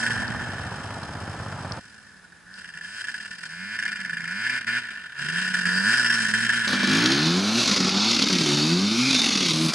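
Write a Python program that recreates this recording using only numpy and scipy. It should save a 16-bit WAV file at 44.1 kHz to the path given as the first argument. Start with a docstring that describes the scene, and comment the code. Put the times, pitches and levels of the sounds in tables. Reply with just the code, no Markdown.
"""A two-stroke dirt bike slides round on snow, revving up and down; off the throttle it misses and pops.
At first the microphones sit in a closed camera housing that the exhaust sets ringing near 1.7 kHz.
A second engine idles close by until 1.8 s, and bits of snow tick on the housing.
The bike draws away, then comes up and sweeps past around 6 s. From 6.7 s the sound dissolves to an
open microphone: a booming pipe and a bright rasp, with sharp cracks and a few thin squeals."""
import sys
import numpy as np
from scipy import signal
from scipy.fft import rfft, irfft, next_fast_len
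from scipy.io import wavfile
from scipy.ndimage import uniform_filter1d, map_coordinates

SR = 44100
rng = np.random.default_rng(int(sys.argv[2]) if len(sys.argv) > 2 else 0)


def put_to_file(sound):
    """Save the sound as 16-bit audio at rate SR, in the file named by the first command-line argument."""
    columns = np.atleast_2d(sound).T  # one column per channel
    safe = np.clip(columns, -1, 1)
    whole_steps = np.round(safe * 32767)
    wavfile.write(sys.argv[1], SR, whole_steps.astype(np.int16))


N = 429534
T = np.arange(N) / SR
DISSOLVE_S = (6.674, 7.39)  # the housed sound fades out between these times
MID_SPEED_HZ, TOP_HZ = 100, 14300  # middling crank speed; upper limit of the sound

# Twists of the throttle: (opens [s], shuts [s], from [Hz], to [Hz], then sags [Hz/s],
# misfiring when open [0-1], misfiring when shut [0-1], level change when shut [dB])
HOUSED_REVS = [(0, .5, 113.4, 122.2, 5, 0.48, 0.52, -0.5), (1.2, 1.76, 117.6, 119.4, 58, 0.52, 0.67, -2.5),
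               (2.45, 2.55, 86.2, 99.65, 107, 0.05, 0.58, 0.5),
               (2.82, 3.01, 82.6, 120.2, 85, 0.07, 0.72, 6),
               (3.49, 3.77, 77.46, 114.4, 85, 0.04, 0.61, 3.5), (4.28, 4.47, 84, 122.8, 0, 0.1, 0.49, 1.5),
               (4.47, 4.58, 126.8, 124.4, 230, 0.3, 0.91, -5), (4.665, 4.8, 108.9, 123.8, 145, .2, .6, -8),
               (5.17, 5.42, 66.5, 92.86, 20, 0.38, 0.44, -0.5), (5.66, 5.84, 87.73, 98.8, 0, .2, .2, 0),
               (5.84, 5.95, 99.4, 124.4, 52, .1, 0.5, 0), (6.33, 6.5, 107.2, 118.7, 61, 0.49, 0.38, 0.5)]
# The bike's way round the housing, far to near: (time [s], nearness [dB], edge, fizz, tone offsets [dB])
HOUSED_PATH = [(0, -25, -9, -6.5, -6.5), (.28, -35, -9, -13.5, 5.5), (1, -47.5, -2.5, -2.5, -1),
               (1.8, -49.5, -3.5, -3, 3), (2.5, -49, -20, -13, -6), (2.57, -41, -4.5, -6.5, -10),
               (3.4, -39, -2, -4, -18.5), (3.63, -36, -4, -10.5, -5.5), (3.82, -35.5, -7, -12, -13),
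               (4.5, -31, -6, -13, -8), (4.8, -29, -6, -14, -6), (5.14, -29.5, -3, -14.5, -22),
               (5.22, -26, 0, -8, -10.5), (5.88, -22.5, -8.5, -10, -7), (6.3, -26.5, -4.5, -6, -2),
               (6.67, -28, -4, -9.5, -3), (7.05, -22.5, 3, -17, -8)]
# The pipe booms less as the revs rise: (crank speed [Hz], gain [dB])
BOOM_BY_SPEED = [(70, 6), (95, 0.5), (108, -2.5), (125, -8)]
# Crank orders 1, 2, 3, ..: (relative level [dB], growth with nearness [dB/dB])
HOUSED_ORDERS = [(4.5, 0.23), (3, 0.5), (-20, 0.5), (-22, 0.96), (-20, 1.06)]
# Colours of the exhaust from inside the housing, low to high: (frequency [Hz], relative level [dB])
HOUSED_PIPE = [(70, -6), (95, -11), (112, -6), (190, -3.5), (260, -12), (340, -4.5), (480, 3.5), (560, -6)]
HOUSED_THROB = [(60, -44), (125, -24), (165, 0), (240, -0.5), (280, -30), (360, -28), (470, -10),
                (900, -71)]
HOUSED_RING = [(50, -39), (200, -33), (450, -25), (700, -30.5), (860, -31.5), (970, -18.5), (1090, -26),
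               (1220, -23.5), (1340, -15.5), (1470, -2.5), (1580, -6), (1755, 0), (1870, -10),
               (2050, -27.5), (4000, -60)]
HOUSED_EDGE = [(1200, -56), (1900, 2.5), (2350, -3.5), (2900, -1), (3350, -10), (3650, -3.5), (4050, -8),
               (8000, -91)]
HOUSED_FIZZ = [(2500, -71), (4030, -6.5), (4300, -4.5), (4550, -10), (4820, 2), (5150, -5.5), (5600, -2),
               (6300, -15), (7500, -9), (8500, -6.5), (9200, -16), (10000, -11.5), (11000, -25.5),
               (11500, -53)]
def housed_bike():
    """The bike from inside the closed housing, which the exhaust knocks into ringing on every firing."""
    hz, shut, miss, shut_db = ride(HOUSED_REVS)
    near_db, edge_offset_db, fizz_offset_db, tone_offset_db = curves(HOUSED_PATH)
    level_db = near_db + shut_db
    octaves = np.log2(hz / MID_SPEED_HZ)  # faster is louder and brighter
    ring_db = level_db + 10 * octaves
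    edge_db = level_db + edge_offset_db + 15.5 * octaves - 4.5
    fizz_db = level_db + fizz_offset_db + 12 * octaves - 1.5
    tone_db = ring_db + tone_offset_db + along(BOOM_BY_SPEED, hz) - 3 * shut
    turns, age, strength = crank(hz, miss, jitter=.007, dud=.58, scatter_db=1.4)
    firing = age, strength, miss
    orders = [db + growth * (near_db - near_db.mean()) for db, growth in HOUSED_ORDERS]
    tone = pipe_tone(turns, hz, strength, orders, HOUSED_PIPE, depth=1.15, waver_db=1)
    tone *= amp(tone_db + 1 - miss)
    throb = blowdown(firing, HOUSED_THROB, decay_s=.012, leak=.15, snap=.4, spread_s=.002, width=.1)
    throb *= amp(tone_db - 17 + 7 * np.sqrt(np.abs(miss)))  # uneven firings smear the tone into a throb
    ring = blowdown(firing, HOUSED_RING, decay_s=.009, leak=.55, snap=1.7, spread_s=.012, width=.2)
    edge = blowdown(firing, HOUSED_EDGE, decay_s=.008, leak=.45, snap=1.7, spread_s=.01, width=.6)
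    fizz = blowdown(firing, HOUSED_FIZZ, decay_s=.011, leak=.7, snap=1.1, spread_s=.012, width=.42)
    gaps = amp(-17 * miss ** 2 * missed_turns(POPS))
    boxy_pops, bright_pops = pops(hz)
    boxy = amp(ring_db) * ring * gaps + boxy_pops
    metal = housing_resonances((amp(edge_db) * edge + amp(fizz_db) * fizz) * gaps + bright_pops)
    inside = housed_microphones(tone + throb + boxy + metal + snow_ticks())
    fade = np.sqrt(np.interp(T, DISSOLVE_S, [1, 0]))
    return band(fade * inside, 134, 10980)


# Twists of the throttle at the open microphone: columns as in HOUSED_REVS
OPEN_REVS = [(6.88, 7.6, 49.26, 122.1, 145, 0.086, .6, 2.4), (7.82, 7.95, 91.16, 94.76, 2, .56, .56, 0.5),
             (7.95, 8.12, 94.84, 119.1, 124.5, 0.2, 0.7, 0.38), (8.46, 8.63, 71.33, 74, 0, 0.29, 0.31, 0.5),
             (8.63, 9.09, 74.57, 137.8, 140, .08, .75, 2.48),
             (9.53, 9.69, 78.8, 80.15, 59.93, 0.26, 0.92, 2.8)]
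# The bike's moves before that microphone: (time [s], rasp [dB], fizz [dB], bark [dB], tone [dB])
OPEN_PATH = [(6.68, -8, -7, -30.5, -30.5), (6.8, -12.5, -15, -35.5, -31.5), (6.93, -1.5, -2, -32, -24),
             (7.4, -1.5, 1.5, -32, -23), (8.1, 2.5, -0.5, -32.5, -24.5), (8.4, 1.5, 3, -34.5, -23.5),
             (8.5, 1.5, 4, -32.5, -23), (8.9, -2.5, -0.5, -37, -22), (9.45, 0.5, 3, -34, -27),
             (9.66, -2, 8, -36.5, -22.5), (9.74, -4.5, 1, -32, -34)]
# Gains that follow the revs: (crank speed [Hz], rasp [dB], fizz [dB], tone [dB])
OPEN_BY_SPEED = [(47.76, -22.5, -38, 2), (70.5, -25.5, -45.5, -0.5), (97.5, -26.5, -50, 1),
                 (118.5, -24, -43.5, -0.5), (137.3, -23, -44, -1)]
# Crank orders 1, 2, 3, ..: (relative level [dB])
OPEN_ORDERS = [2.5, 2.5, -7, -0.5, -0.5, -10.5, -8]
# Colours of the exhaust in open air, low to high: (frequency [Hz], relative level [dB])
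OPEN_PIPE = [(50, -23), (120, -11.5), (170, 5), (260, -2), (355, 2), (410, -17), (550, -36), (900, -56)]
OPEN_THROB = [(45, -66), (100, -46), (170, -5.5), (240, 2.5), (350, -8), (470, -17), (1200, -56)]
OPEN_BARK = [(260, -20), (450, -5.5), (521, -5.5), (889, -7), (1380, 0), (1570, -5), (1950, -13),
             (2540, -54), (4290, -120)]
OPEN_RASP = [(1120, -40), (1900, -10), (2150, -3.5), (3260, -3.5), (3660, 1), (4670, 1), (6580, -7),
             (8200, -24), (10700, -54), (18000, -120)]
OPEN_FIZZ = [(5000, -54), (7500, 3.5), (8300, 0.5), (9600, 3.5), (11400, -6), (14300, -29)]
# Broad resonances swell or dip as the bike turns: (time [s], half length [s], frequency [Hz], gain [dB])
TURNING_RING = [(7.199, .15, 4250, 5.5), (8.046, .1, 4330, 4), (8.626, .12, 4600, 6), (8.762, .1, 2914, -5),
                (9.088, 0.082, 2400, 6)]
def open_bike():
    """The bike at the open microphone: the pipe booms; gas jets and ringing metal rasp above it."""
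    hz, _, miss, shut_db = ride(OPEN_REVS)
    rasp_db, fizz_db, bark_db, tone_db = curves(OPEN_PATH)
    speeds, rasp_by_speed, fizz_by_speed, tone_by_speed = np.transpose(OPEN_BY_SPEED)
    rasp_db += shut_db + np.interp(hz, speeds, rasp_by_speed)
    fizz_db += shut_db + np.interp(hz, speeds, fizz_by_speed)
    tone_db += np.interp(hz, speeds, tone_by_speed)
    turns, age, strength = crank(hz, miss, jitter=.009, dud=.7, scatter_db=1.3)
    firing = age, strength, miss
    tone = pipe_tone(turns, hz, strength, OPEN_ORDERS, OPEN_PIPE, depth=1.7, waver_db=1.8)
    tone *= amp(tone_db + .4 - 5.5 * miss)
    throb = blowdown(firing, OPEN_THROB, decay_s=.039, leak=.11, snap=1, spread_s=.0021, width=.0012)
    throb *= amp(tone_db - 13 + 9.3 * np.sqrt(np.abs(miss)))
    bark = blowdown(firing, OPEN_BARK, decay_s=.012, leak=.7, snap=.65, spread_s=.014, width=.03)
    rasp = blowdown(firing, OPEN_RASP, decay_s=.023, leak=1, snap=.55, spread_s=.009, width=.00073)
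    fizz = blowdown(firing, OPEN_FIZZ, decay_s=.0052, leak=.25, snap=.43, spread_s=.013, width=.0032)
    cracking = cracks()
    jets = patchy(amp(bark_db) * bark + amp(rasp_db) * rasp + amp(fizz_db) * fizz, depth_db=2.2)
    turning = passing_resonances(jets, TURNING_RING, width_hz=330)
    bike = tone + throb + jets + turning + cracking + squeals()
    return band((T > DISSOLVE_S[0]) * bike, 101, TOP_HZ)


def ride(revs, grip_s=.03, slip=.007):
    """On the throttle the speed glides by a steady ratio; off it, it sags evenly.
    Gives crank speed [Hz], throttle shut [0-1], misfiring [0-1] and level change [dB]."""
    table = np.transpose(revs)
    rev = np.maximum(np.searchsorted(table[0], T, side="right") - 1, 0)
    opens, shuts, low, top, sag, miss_open, miss_shut, shut_db = table[:, rev]
    floor = np.append(table[2, 1:], MID_SPEED_HZ / 2)[rev]  # the next twist catches the engine here
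    climb = low * (top / low) ** np.clip((T - opens) / (shuts - opens), 0, 1)
    coast = np.maximum(top - sag * (T - shuts), floor)
    hz = np.where(T < shuts, climb, coast) * (1 + slip * wobble(12))  # the tyre grips and slips
    shut = 1. * ((T < opens) | (T >= shuts))
    state = [shut, np.where(shut, miss_shut, miss_open), shut * shut_db]
    return hz, *uniform_filter1d(state, round(grip_s * SR), axis=1)


def crank(hz, miss, jitter, dud, scatter_db):
    """Fresh charge builds up until it lights: on every turn at miss 0, on every fourth at miss 1.
    Gives crank angle [turns], time since the port opened [s] and each turn's strength."""
    speed = uniform_filter1d(hz, 2400)  # the flywheel rounds off changes
    speed *= 1 + jitter * np.clip(miss + .3, 0, 1) * wobble(60)
    turns = np.cumsum(speed) / SR
    turn = turns.astype(int)
    missing = np.clip(miss[np.searchsorted(turns, np.arange(turn[-1] + 1))], 0, 1)
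    luck, force = rng.standard_normal((len(missing), 2)).T
    charge = np.cumsum(np.clip(1 + .3 * missing * luck, 0, 2) / (1 + 3 * missing ** 2))
    fires = np.diff(np.floor(charge), prepend=0) > 0
    strength = np.where(fires, 1, dud ** (2 * missing)) * amp(scatter_db * (.4 + missing) * force)
    return turns, turns % 1 / speed, strength[turn]


def pipe_tone(turns, hz, strength, orders, colour, depth, waver_db, size=260):
    """Low crank orders through the pipe's resonance; they swell with each firing and waver a little."""
    tone = np.zeros(N)
    for k, db in enumerate(orders, 1):
        resonance = amp(along(colour, k * hz[::size]) + waver_db * wobble(25)[::size])
        gain = np.interp(T, T[::size], resonance) * amp(db)
        tone += gain * np.sin(2 * np.pi * (k * turns + rng.random()))
    swell = uniform_filter1d(uniform_filter1d(levelled(strength), size), size)
    return levelled(tone * (1 + depth * (swell - 1)))


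def blowdown(firing, colour, decay_s, leak, snap, spread_s, width):
    """Each firing is a repeatable pressure step and a dying jet of gas; misfiring weakens the steps."""
    age, strength, miss = firing
    port_opens = np.diff(age, prepend=0) < 0
    step = dispersed(port_opens * strength, spread_s)
    jet = noise(width) * strength * (np.exp(-age / decay_s) + leak)
    regular = .48 + np.clip(1 - miss, 0, 1) ** 4
    return levelled(coloured(levelled(jet) + snap * regular * levelled(step), colour))


# Loud firings after missed turns, from inside the housing: (time [s], relative level [dB])
POPS = [(0.0282, -15.5), (0.0635, -10.5), (0.105, -15), (2.6434, -26.5), (2.6884, -27), (2.7377, -27.5),
        (2.7728, -23.5), (2.81, -26.5), (2.844, -27), (3.041, -20), (3.0832, -19), (3.141, -20.5),
        (3.2006, -23.5), (3.2491, -25), (3.3114, -24), (3.3822, -32), (3.4324, -38), (3.7883, -15),
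        (3.825, -16.5), (3.852, -16), (3.8789, -16.5), (3.9177, -17), (3.958, -19.5), (4.0016, -20),
        (4.0472, -18.5), (4.0948, -21), (4.1308, -21.5), (4.1688, -20.5), (4.2048, -21.5), (4.2408, -19),
        (4.2763, -21), (4.3096, -20), (4.4652, -16), (4.4952, -14), (4.5522, -19), (4.576, -19),
        (4.6684, -17.5), (5.2857, -14.5), (5.3583, -16), (5.476, -14), (5.5403, -11.5), (5.6542, -10.5),
        (5.689, -16), (5.9296, -8.5), (6.0444, -11), (6.06, -9.5), (6.101, -9), (6.126, -12.5),
        (6.3372, -9), (6.4919, -7), (6.534, -13)]
def pops(hz, fall_db=5.5):
    """Each pop sounds again, weaker, on the next turn of the crank. Gives the boxy and bright parts."""
    hits = [(s + k / hz[round(s * SR)], db - k * fall_db) for s, db in POPS for k in range(2)]
    puffs = bursts(hits, decay_s=.0074, snap=7.7, spread_s=.006, width=.17)
    boxy = amp(-11.5) * coloured(puffs, HOUSED_RING) + amp(-33) * coloured(puffs, HOUSED_THROB)
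    bright = amp(-18.5) * coloured(puffs, HOUSED_EDGE) + amp(-21.5) * coloured(puffs, HOUSED_FIZZ)
    return boxy + amp(-2) * housing_knocks(hits), bright


def missed_turns(hits, longest_s=.075, before_s=.018):
    """1 where the engine misses: just before each pop, and between pops that follow closely."""
    missed = np.zeros(N)
    for (s, _), (following, _) in zip(hits, hits[1:]):
        missed[round(s * SR):round(following * SR)] = following - s < longest_s
    for s, _ in hits:
        missed[max(round((s - before_s) * SR), 0):round(s * SR)] = 1
    return uniform_filter1d(missed, 260)


# Modes of the housing round the microphones: (frequency [Hz], relative level [dB], decay [s])
HOUSING_MODES = [(1720, 0.5, 0.0041), (1492, -19.5, 0.0045)]
def housing_knocks(hits, attack_s=.0011):
    """Each pop rings the housing's modes, a little differently tuned every time."""
    t = np.arange(SR // 16) / SR
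    out = np.zeros(N + SR)
    for s, db in hits:
        ring = np.zeros(len(t))
        for hz, mode_db, decay_s in HOUSING_MODES:
            phase = hz * (1 + .0082 * rng.normal()) * t + rng.random()
            ring += amp(mode_db) * np.exp(-t / decay_s) * np.sin(2 * np.pi * phase)
        out[round(s * SR):][:len(t)] += amp(db) * ring * (1 - np.exp(-t / attack_s))
    return out[:N]


# Sharp cracks at the open microphone: (time [s], relative level [dB])
CRACKS = [(6.678, -21), (7.059, -12.5), (7.1194, -14), (7.677, -17.5), (7.7428, -16.5), (7.8925, -14.5),
          (8.046, -18), (8.2244, -14), (8.2856, -15), (8.328, -16), (8.3845, -16.5), (9.4543, -22)]
def cracks():
    """The exhaust cracks: pressure steps and puffs, mostly in the colour of the rasp."""
    puffs = bursts(CRACKS, decay_s=.0065, snap=5, spread_s=.001415, width=.0017)
    parts = (OPEN_RASP, -3.5), (OPEN_BARK, -38), (OPEN_FIZZ, -22)
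    return sum(amp(db) * coloured(puffs, colour) for colour, db in parts)


# Narrow resonances of the housing: (frequency [Hz], width [Hz], gain with the bike seen from the front, side,
# back [dB])
HOUSING_RESONANCES = [(2137, 120, 9, -5.5, 0), (2385, 31, 15, 6.5, 4.5), (2777, 16, 8.5, 10.5, -1.5),
                      (3178, 61, 9, 10.5, 12), (4350, 39, 7, 1, -15), (4520, 42, 13, 2, -15), (4830, 57, 7, 6, -9)]
# The side the bike shows to the microphones: (time [s], aspect [0 front, 1 side, 2 back])
ASPECT = [(1, 2), (2.6, 1), (3.3, 1), (3.6, 0), (4.7, 0), (5.2, 1), (6.05, 1), (6.4, 2)]
# Its brightest resonance flares and moves upward as it sweeps past:
# (time [s], half length [s], frequency [Hz], gain [dB])
PASSING_RING = [(4.47, 0.097, 4850, 6), (5.767, 0.093, 4710, 11), (5.88, .07, 4795, 2), (6, 0.073, 5020, 9),
                (6.1, 0.088, 5440, 10.5)]
def housing_resonances(x):
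    """The housing rings on in narrow resonances; which ones carry depends on how the bike is turned."""
    aspect, = curves(ASPECT)
    out = x
    for hz, width_hz, *gains_db in HOUSING_RESONANCES:
        resonance = signal.lfilter(*signal.iirpeak(hz, hz / width_hz, SR), x)
        gain = amp(np.interp(aspect, [0, 1, 2], gains_db))
        out = out + (gain - 1) * resonance
    return out + passing_resonances(x, PASSING_RING, width_hz=160)


def passing_resonances(x, rows, width_hz):
    """What resonances add to x, or take from it, as they briefly turn to or from the microphone."""
    out = np.zeros_like(x)
    for s, half_s, hz, db in rows:
        near = np.abs(T - s) < np.pi * half_s
        ring = signal.lfilter(*signal.iirpeak(hz, hz / width_hz, SR), x[:, near])
        out[:, near] += (amp(db) - 1) * np.exp(-((T[near] - s) / half_s) ** 2) * ring
    return out


def patchy(x, depth_db, size=1024):
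    """Narrow patches of the rasp come and go."""
    spectrum = signal.stft(x, nperseg=size)[2]
    patches = uniform_filter1d(rng.standard_normal(spectrum.shape[1:]), size=3, axis=0)
    patches = uniform_filter1d(patches, size=18, axis=1)
    return signal.istft(spectrum * unit(amp(depth_db * unit(patches))), nperseg=size)[1][:, :N]


# Squeals at the open microphone: (time [s], length [s], frequency [Hz], relative level [dB])
SQUEALS = [(6.878, 0.41, 2339, -38.5), (8.897, 0.14, 3608, -38), (9.194, 0.14, 3590, -29.5)]
def squeals():
    """Metal, perhaps the brake, squeals in narrow, slightly unsteady tones that swell and die."""
    out = np.zeros(N)
    for s, length, hz, db in SQUEALS:
        near = np.abs(T - s) < 2 * length
        swell = np.exp(-(2 * (T[near] - s) / length) ** 2)
        out[near] += 2 * amp(db) * swell * np.sin(2 * np.pi * hz * T[near] + .6 * wobble(90)[near])
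    return out


# Snow landing right on the housing: (time [s], relative level [dB])
SNOW_HITS = [(.28, -16), (.3403, -21), (1.0328, -19), (1.7212, -13), (2.5408, -23)]
# Its colour: (frequency [Hz], relative level [dB])
SNOW_COLOUR = [(1500, -32), (3300, -4), (4000, -2), (5500, 2), (6400, -16), (11000, -28)]
def snow_ticks():
    """Bits of snow and ice strike the housing with short, bright ticks."""
    ticks = bursts(SNOW_HITS, decay_s=.0015, snap=3.5, spread_s=.00061, width=.83)
    return amp(-15.5) * coloured(ticks, SNOW_COLOUR)


# Colours of the second engine, close by: (frequency [Hz], relative level [dB])
IDLE_THUMP = [(25, -34), (55, -12), (69, -6), (80, 4), (115, 1), (140, 0.5), (250, -6.5), (380, -23.5),
              (2000, -57)]
IDLE_CLATTER = [(100, -38), (280, -4.5), (450, -5.5), (820, 0), (1100, -4), (1400, -1), (2200, -16.5),
                (10000, -36)]
def idling_engine(first_s=.1, stop_s=1.8, firing_hz=16.15, gulp_s=.0195):
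    """A four-stroke single ticks over: a thump and a weaker gulp each cycle, over mechanical clatter."""
    age = (T - first_s) % (1 / firing_hz)
    cycle = np.clip((T - first_s) * firing_hz + 1, 0, None).astype(int)
    strength = amp(.38 * rng.standard_normal(cycle[-1] + 1))[cycle]
    beat = (np.diff(age, prepend=0) < 0) * strength
    beat = unit(beat + .94 * np.roll(beat, round(gulp_s * SR)))
    puff = unit(noise(.091) * np.exp(-age / .1))
    thump = unit(coloured(beat + .85 * puff, IDLE_THUMP))
    clatter = unit(coloured(noise(.17) * (np.exp(-age / .0038) + .5), IDLE_CLATTER))
    thumping = np.interp(T, [first_s - .03, first_s], [0, 1])
    running = np.interp(T, [stop_s - .01, stop_s], [1, 0])
    return running * (amp(-37.5) * thumping * thump + amp(-38) * clatter)


# Background over the snow: (frequency [Hz], relative level [dB])
AIR_COLOUR = [(25, -9), (70, 5.5), (600, -4.5), (1500, 0), (3000, -8), (10000, -14.5), (12000, -11.5)]
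def air():
    """A faint, broad hiss that sinks as the open microphone takes over."""
    return amp(-54.5) * coloured(noise(.53), AIR_COLOUR) * np.interp(T, DISSOLVE_S, [1, .25])


# The microphone pair in the housing: (frequency [Hz], left leads by [rad])
PAIR_PHASE = [(100, 1.35), (280, -0.5), (520, -3), (900, 1.5), (1210, 0.64), (1750, -0.05), (2670, -1),
              (3960, -3), (4900, -7.5), (5940, -2), (7500, 1.5), (11000, 1.17)]
# Its balance: (frequency [Hz], left over right [dB])
PAIR_BALANCE = [(60, -11), (130, -6), (290, -8), (620, -0.5), (1350, -2), (2950, 2), (6430, 0), (14000, 3)]
def housed_microphones(x):
    """The housing passes each frequency to its two microphones with its own phase and level."""
    size = next_fast_len(N + SR // 4)
    hz = np.fft.rfftfreq(size, 1 / SR)
    left = amp(along(PAIR_BALANCE, hz) / 2) * np.exp(1j * along(PAIR_PHASE, hz) / 2)
    return irfft(rfft(x, size) * np.array([left, 1 / left]), size)[:, :N]


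def bursts(hits, decay_s, snap, spread_s, width):
    """A repeatable pressure step and a dying puff of noise at each (time [s], level [dB])."""
    steps = np.zeros(N)
    for s, db in hits:
        steps[round(s * SR)] = amp(db)
    puff = np.exp(-np.arange(SR // 12) / SR / decay_s)
    return signal.oaconvolve(steps, puff)[:N] * noise(width) + snap * dispersed(steps, spread_s)


def dispersed(x, spread_s, size=2048, count=130):
    """Each frequency arrives with its own small delay, alike for every pulse."""
    knots = spread_s * rng.random(count)
    delay = np.interp(np.linspace(0, count - 1, size // 2 + 1), np.arange(count), knots)
    kernel = irfft(np.exp(-2j * np.pi * np.cumsum(delay) * SR / size))
    return signal.oaconvolve(x, kernel)[:N]


def coloured(x, points, size=4096):
    """x through a causal filter of unit energy with the given colour."""
    log_gain = np.log(amp(along(points, np.fft.rfftfreq(size, 1 / SR))) + 1e-6)
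    cepstrum = irfft(log_gain)[:size // 2]
    cepstrum[1:] *= 2
    kernel = irfft(np.exp(rfft(cepstrum, size)))
    return signal.oaconvolve(x, kernel[None] / np.linalg.norm(kernel), axes=1)[:, :N]


def band(x, low_hz, high_hz):
    """A steep high-pass and a hard upper limit."""
    size = next_fast_len(N + SR // 4)
    hz = np.fft.rfftfreq(size, 1 / SR)
    gain = (hz < high_hz) * hz ** 4 / (hz ** 4 + low_hz ** 4)
    return irfft(rfft(x, size) * gain, size)[:, :N]


def noise(width):
    """Stereo white noise; width is the side against the mid."""
    mid, side = rng.standard_normal((2, N))
    return unit(np.array([mid + width * side, mid - width * side]))


def wobble(rate):
    """A smooth random curve, rate knots a second."""
    s = np.linspace(0, N / SR, 2 ** 13)
    knots = rng.standard_normal(int(N * rate / SR) + 4)
    return np.interp(T, s, map_coordinates(knots, [s * rate]))


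def levelled(x):
    """x with its slow level held at 1."""
    power = np.mean(np.atleast_2d(x) ** 2, axis=0)
    return x / np.sqrt(np.abs(uniform_filter1d(power, 6000)) + 1e-9)


def along(points, hz):
    """(frequency [Hz], value) points read at hz on a log axis."""
    knots_hz, values = np.transpose(points)
    return np.interp(np.log(hz + 1), np.log(knots_hz + 1), values)


def curves(rows):
    """One value per sample for each column after the time."""
    times, *columns = np.transpose(rows)
    return [np.interp(T, times, column) for column in columns]


def amp(db):
    return np.exp(np.asarray(db) * np.log(10) / 20)


def unit(x):
    return x / np.sqrt(np.mean(x ** 2) + 1e-20)


def scene():
    """The bike, housed and then in the open, over the idling engine and the air."""
    bike = housed_bike() + open_bike()
    background = air() + idling_engine() * amp([[-.3], [.3]])  # the idler is a touch to the right
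    return bike + band(background, 14, 11070)


def record(dry):
    """The camera keeps nothing outside its band limits."""
    return band(dry, 10, TOP_HZ)


dry = scene()
out = record(dry)
put_to_file(out)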